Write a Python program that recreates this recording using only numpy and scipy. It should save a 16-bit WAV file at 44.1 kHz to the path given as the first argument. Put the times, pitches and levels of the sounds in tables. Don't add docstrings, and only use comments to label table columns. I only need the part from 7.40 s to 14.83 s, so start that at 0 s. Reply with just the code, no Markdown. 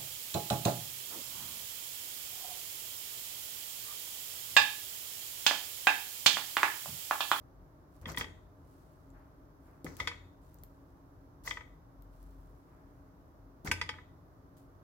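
import sys
import numpy as np
from scipy import signal
from scipy.fft import rfft, irfft, next_fast_len
from scipy.io import wavfile

SR = 44100
rng = np.random.default_rng(int(sys.argv[2]) if len(sys.argv) > 2 else 0)


def wav_record(signal):
    frames = np.transpose(np.atleast_2d(signal))
    bounded = np.clip(frames, -1, 1)
    quanta = np.round(bounded * 32767).astype(np.int16)
    wavfile.write(sys.argv[1], SR, quanta)


N = 327655
TIME = np.arange(N) / SR

# start in s, push in dB, push pitch in Hz,
# slap in dB, time to flatten in s, squelch in dB, gurgle in dB, decay of both in s, flop in dB.
TOUCHDOWNS = [(0.614, -46.5, 85, -59.5, .025, -77, -61, 0.019, -48.5),
              (0.667, -35.5, 213, -59.5, .034, -49, -42.5, 0.024, -43.5),
              (0.764, -50, 88.5, -47, .02, -53.5, -58, 0.02, -46.5),
              (0.780, -39.5, 200, -36, .024, -44.5, -44.5, .02, -45),
              (2.445, -32, 262, -49, .028, -60, -55.5, 0.075, -50),
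              (2.568, -50, 273, -52, .04, -57, -53, 0.06, -45),
              (4.037, -54, 107, -58, .05, -44.5, -50.5, 0.035, -52),
              (6.247, -36.5, 214, -50, 0.032, -45, -40.5, 0.015, -37.5)]


def thuds(flop_hz=100):
    out = np.zeros((2, N))
    for s, push_db, push_hz, _, flatten_s, _, _, _, flop_db in TOUCHDOWNS:
        push = thud(push_hz, shake_db=-5, flesh_db=-6, wobble_s=.013)
        flop = thud(flop_hz, shake_db=1, flesh_db=-4.5, wobble_s=.042)
        add(out, s, gain_of(push_db) * push)
        add(out, s + flatten_s, gain_of(flop_db) * flop)
    return panned(2.5) * out


def thud(push_hz, shake_db, flesh_db, wobble_s, rise_s=.007):
    # frequency in Hz, level in dB, t60 in s.
    stove_modes = [(62, 10, 0.068), (87.6, -14, 1), (123.7, -9.5, 0.63), (161, -5.5, 0.44), (280, -39, 0.7),
                   (340, -47, 0.48), (513, 7, 0.12)]
    t = np.arange(SR // 2) / SR
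    stove = sum(gain_of(db - 60 * t / t60) * np.sin(2 * np.pi * hz * t) for hz, db, t60 in stove_modes)
    cycles = t * push_hz
    push = -np.sin(2 * np.pi * cycles) * (np.e * cycles / .8) ** 2 * np.exp(-2 * cycles / .8)
    shake = 2 * signal.fftconvolve(push, stove)[:len(t)] / abs(push).sum()
    flesh = noise(len(t), band(hz=292, octaves=.86)) * np.exp(-t / wobble_s) * (1 - np.exp(-t / rise_s))
    return push + gain_of(shake_db) * shake + gain_of(flesh_db) * flesh


def squelches(slap_decay_s=.0088):
    # centre in Hz, width in octaves, level in dB, peak time as a share of the time to flatten.
    film_bands = [(13300, .35, -7, .45), (5480, 0.4, -0.5, .9)]
    out, t = np.zeros((2, N)), np.arange(SR // 3) / SR
    for s, _, _, slap_db, flatten_s, squelch_db, gurgle_db, decay_s, _ in TOUCHDOWNS:
        slap = np.exp(-t / slap_decay_s) * crackle(len(t), hz=10000, octaves=2)
        gurgle = swell(t, .7 * flatten_s, decay_s) * crackle(len(t), hz=1000, octaves=.8)
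        add(out, s, gain_of(slap_db) * slap + gain_of(gurgle_db) * gurgle)
        for hz, octaves, db, share in film_bands:
            film = swell(t, share * flatten_s, decay_s) * crackle(len(t), hz, octaves)
            add(out, s, gain_of(squelch_db + db) * film)
    return out


def knocks(scatter_db=2.4, right_lag_s=.00008, scatter_rad=.7, burst_s=.0084, wash_s=.013):
    # start in s, level in dB, contact cut-off in Hz, wall-mode gain in dB.
    hits = [(0.656, -36.5, 3030, -4), (0.7452, -42.5, 2880, -3), (0.773, -27.5, 4300, -7),
            (0.8098, -33, 3760, 10.5), (0.8421, -39, 3420, -8), (2.463, -35.5, 1920, -5),
            (2.6001, -23.5, 3400, -7), (2.6730, -22, 4030, 0), (2.713, -33.5, 2200, -7),
            (4.0744, -30, 2900, -7), (4.109, -27, 2880, -7.5), (4.1701, -33.5, 2150, 0),
            (4.2070, -41, 2200, -1), (6.2732, -31, 2400, -5), (6.3141, -24.5, 7800, 13),
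            (6.4134, -28, 4600, 6.5), (6.4904, -30.5, 4450, 6), (6.538, -48, 2010, 12),
            (6.5843, -43, 1900, 1.5)]
    # frequency in Hz, level in dB, t60 in s, wall share 0-1.
    pot_modes = [(482, -25, 0.13, 0), (869, -25.5, 0.13, 0.5), (968, -17.5, 0.085, 0.2),
                 (1144, -13, 0.032, 0.1), (1246.6, -14, 0.069, 0.4), (1466, -9.5, 0.016, 0.4),
                 (1543, -18, 0.057, 0.95), (1744, -10, 0.036, 0.5), (1892, 0.5, 0.013, 0.4),
                 (1970, -5, 0.0493, 0), (2225, -22.5, 0.2, 0.3), (2300, -2, 0.0084, 0.8),
                 (2550, -15.5, 0.054, 0.4), (2650, -14, 0.015, 0.89), (2905, -18, 0.035, 0.82),
                 (3260, -10.5, 0.028, 0.09), (3527, -13.5, .015, 0.4), (3660, -50.5, .9, .3),
                 (3800, -55, .8, 0.1), (4220, -21.5, 0.039, 0.16), (4620, -17, 0.063, 0.27),
                 (5000, -22.5, 0.065, .2), (5290, -24.5, 0.08, 0.55), (5800, -37, 0.044, 0.33),
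                 (6430, -24.5, 0.065, 0.24), (6800, -26.5, 0.065, 0)]
    # frequency in Hz, relative density in dB.
    clatter_spectrum = [(200, -32), (480, -13), (700, -22.5), (1000, -14.5), (1550, -24), (2050, 5.5),
                        (2700, -24), (3400, -3), (4100, -15.5), (5100, -7.5), (6500, -9.5), (9000, -9.5),
                        (12500, -3.5), (15500, -22)]
    # start in s, low-mode gain in dB, upper base-mode gain in dB, left over right in dB.
    loads = [(0, 6, 9.5, 2), (2, -0.5, -1.5, 3), (4, 2.5, 6, 4.5), (6, 3, 3, 1)]
    out, t = np.zeros((2, N)), np.arange(SR // 3) / SR
    hz, db, t60, wall = np.transpose(pot_modes)
    phase = np.pi * np.arange(len(hz)) - 2 * np.pi * hz * np.array([[0], [right_lag_s]])
    decay = gain_of(-60 * t / t60[:, None])
    low, upper = 1 / (1 + (hz / 1500) ** 6), band(hz=3380, octaves=.12)(hz)
    clatter_envelope = gain_of(-6) * np.exp(-(t / burst_s) ** 2) + gain_of(-17) * np.exp(-t / wash_s)
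    for s, level_db, contact_hz, wall_db in hits:
        _, low_db, upper_db, pan_db = [load for load in loads if load[0] <= s][-1]
        pitch_hz = hz * (1 + .005 * rng.standard_normal(len(hz)))
        mode_db = db + low_db * low + upper_db * upper + wall_db * wall
        mode_db += scatter_db * rng.standard_normal(len(hz))
        jitter = scatter_rad * rng.standard_normal((2, len(hz))) * [[.4], [1]]
        weights = gain_of(mode_db) * np.exp(1j * (phase + jitter))
        ring = (weights @ (decay * np.exp(2j * np.pi * pitch_hz[:, None] * t))).imag
        clatter = clatter_envelope * noise((2, len(t)), lambda f: gain_of(lookup(clatter_spectrum, f)))
        blow = (ring + clatter) * (1 - np.exp(-t * contact_hz / 2))
        add(out, s, gain_of(level_db) * panned(pan_db) * contact(blow, contact_hz))
    return out


def contact(x, hz, q=1.1):
    x = signal.lfilter(*signal.butter(1, min(3.4 * hz, SR * .45), fs=SR), x)
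    w = np.tan(np.pi * min(hz, SR * .45) / SR)
    denominator = [1 + w / q + w * w, 2 * (w * w - 1), 1 - w / q + w * w]
    return signal.lfilter(w * w * np.array([1, 2, 1]), denominator, x)


def ticks(snap_s=.0006, echo_s=.013):
    # start in s, level in dB, pitch in Hz.
    snaps = [(0.719, -37, 12800), (1.7033, -60, 7230), (3.1442, -52, 14100), (3.187, -57, 7060),
             (3.236, -40.5, 13500), (4.623, -51.5, 14000), (4.8292, -57, 11700)]
    out, t = np.zeros((2, N)), np.arange(4096) / SR
    body = band(hz=5400, octaves=1.7)
    envelope = np.exp(-t / snap_s) + gain_of(-21) * np.exp(-t / echo_s)
    for s, db, hz in snaps:
        snap = noise((2, len(t)), lambda f: band(hz, octaves=.067)(f) + gain_of(-17) * body(f))
        add(out, s, gain_of(db) * snap * envelope)
    return out


def handling(pops_db=-10, rest_db=-88):
    # start in s, rise in s, decay in s, level in dB.
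    pickups = [(.5, 0.051, 0.055, -76), (1.15, 0.2, 0.24, -77), (2.2, 0.056, .08, -79.5),
               (3, 0.035, .2, -76.5), (4.6, 0.21, 0.31, -78), (7.165, 0.0058, 0.031, -68)]
    grains = crackle(N, hz=6800, octaves=3.3, per_s=1500, spread_db=1)
    pops = crackle(N, hz=13200, octaves=.35, per_s=84, spread_db=2.5)
    return (grains + gain_of(pops_db) * pops) * (swells(pickups) + gain_of(rest_db))


def swishes():
    # start in s, rise in s, decay in s, level in dB.
    strokes = [(1.722, 0.032, .11, -63), (2.222, 0.066, 0.12, -65.5), (5.17, 0.16, .25, -69.5)]
    return swells(strokes) * noise((2, N), band(hz=890, octaves=.73))


def echoes(x, fade_s=.03):
    # four path delays in s; left row, then right.
    paths = [
        [.0085, .0115, .0165, .0225],
        [.0078, .0125, .018, .0245],
    ]
    out = np.zeros((2, N))
    for channel, delays_s in enumerate(paths):
        for s in delays_s:
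            add(out[channel:channel + 1], s, np.exp(-s / fade_s) * x[channel])
    return out


def reverb(x, onset_s=.0062, mono_hz=260):
    # frequency in Hz, t60 in s.
    decay_times = [(150, 0.95), (700, 0.49), (2000, 0.42), (3200, 0.36), (3800, 0.54), (5200, 0.29),
                   (7000, 0.5), (14000, 0.25)]
    diffuse = stereo_noise(SR * 3 // 4, lambda f: 1 / (1 + (f / mono_hz) ** 4))
    hz, t, bands = signal.stft(diffuse, SR, nperseg=256)
    envelope = gain_of(-60 * t / lookup(decay_times, hz)[:, None]) * (1 - np.exp(-(t / onset_s) ** 2))
    tail = signal.istft(bands * envelope, SR, nperseg=256)[1]
    return signal.fftconvolve(x, tail / np.linalg.norm(tail[0]), axes=1)[:, :N]


def background(rumble_peak_s=4.72, rumble_width_s=.36):
    # frequency in Hz, relative density in dB.
    air_spectrum = [(25, -30.5), (42, -4), (100, -5), (165, -7.5), (215, -18), (290, -9.5), (450, -18),
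                    (750, -20), (1100, -20.5), (1600, -29.5), (2500, -43.5), (3300, -45.5), (6000, -44.5),
                    (8600, -56.5), (12500, -43.5), (16000, -47.5)]
    # frequency in Hz, left-right correlation.
    air_correlation = [(60, 1), (150, 0.82), (380, 0.73), (950, -0.15), (2400, -0.064), (6000, -0.17),
                       (15000, -0.23)]
    # frequency in Hz, level in dB.
    hum_tones = [(276, -68), (621, -76)]
    # frequency in Hz, left over right in dB.
    balance = [(60, 2.5), (380, -0.5), (2380, -2), (15000, 0)]
    air = stereo_noise(N, lambda f: lookup(air_correlation, f))
    air = gain_of(-58) * unit_rms(filtered(air, lambda f: gain_of(lookup(air_spectrum, f))))
    hum = sum(gain_of(db) * noise(N, band(hz, octaves=.044)) for hz, db in hum_tones)
    surge = np.exp(-.5 * ((TIME - rumble_peak_s) / rumble_width_s) ** 2)
    rumble = noise(N, band(hz=45.7, octaves=.1)) * (gain_of(-66) + gain_of(-55.5) * surge)
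    return filtered(air + hum + rumble, lambda f: gain_of(np.outer([.5, -.5], lookup(balance, f))))


def crackle(size, hz, octaves, per_s=4000, spread_db=3.5):
    sizes = gain_of(spread_db * np.minimum(rng.exponential(1, (2, size)), 4))
    snaps = sizes * rng.standard_normal((2, size)) * (rng.random((2, size)) < per_s / SR)
    return unit_rms(filtered(snaps, band(hz, octaves)))


def noise(shape, gain):
    return unit_rms(filtered(rng.standard_normal(shape), gain))


def stereo_noise(size, correlation):
    left, other = rng.standard_normal((2, size))
    right = filtered(left, correlation) + filtered(other, lambda f: np.sqrt(1 - correlation(f) ** 2))
    return np.array([left, right])


def swell(t, rise_s, decay_s):
    return np.clip(t / rise_s, 0, 1) ** 1.5 * np.exp(-np.maximum(t - rise_s, 0) / decay_s)


def swells(rows):
    return sum(gain_of(db) * swell(TIME - s, rise_s, decay_s) for s, rise_s, decay_s, db in rows)


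def filtered(x, gain):
    size = next_fast_len(x.shape[-1], True)
    return irfft(rfft(x, size) * gain(np.fft.rfftfreq(size, 1 / SR)), size)[..., :x.shape[-1]]


def band(hz, octaves):
    return lambda f: np.exp(-.5 * (np.log2((f + 1) / hz) / octaves) ** 2)


def lookup(points, hz):
    f, value = np.transpose(points)
    return np.interp(np.log(hz + 1), np.log(f + 1), value)


def gain_of(db):
    return 10 ** (np.asarray(db) / 20)


def unit_rms(x):
    return x / np.sqrt(np.mean(x ** 2) + 1e-20)


def panned(db):
    return gain_of(np.array([[db], [-db]]) / 2)


def add(mix, s, sound):
    part = mix[:, round(s * SR):][:, :sound.shape[-1]]
    part += sound[..., :part.shape[1]]


def scene():
    pot, meat = knocks(), thuds()
    wet = squelches() + ticks() + handling() + swishes()
    beam = filtered(gain_of(-12) * pot + gain_of(-16.5) * wet, band(hz=7100, octaves=2.5))
    shimmer = filtered(pot, band(hz=2800, octaves=.091))
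    send = gain_of(-13) * pot + gain_of(-20.5) * shimmer + gain_of(-8.5) * meat + gain_of(-14.5) * wet
    return pot + meat + wet + echoes(beam) + reverb(send) + background()


def record(dry):
    cut = filtered(dry, lambda f: 1 - 1 / (1 + (f / 35) ** 12))
    low_pass = signal.firwin(511, 16200, window=("kaiser", 9), fs=SR)
    return signal.oaconvolve(cut, low_pass[None], "same")


dry = scene()
out = record(dry)
wav_record(out)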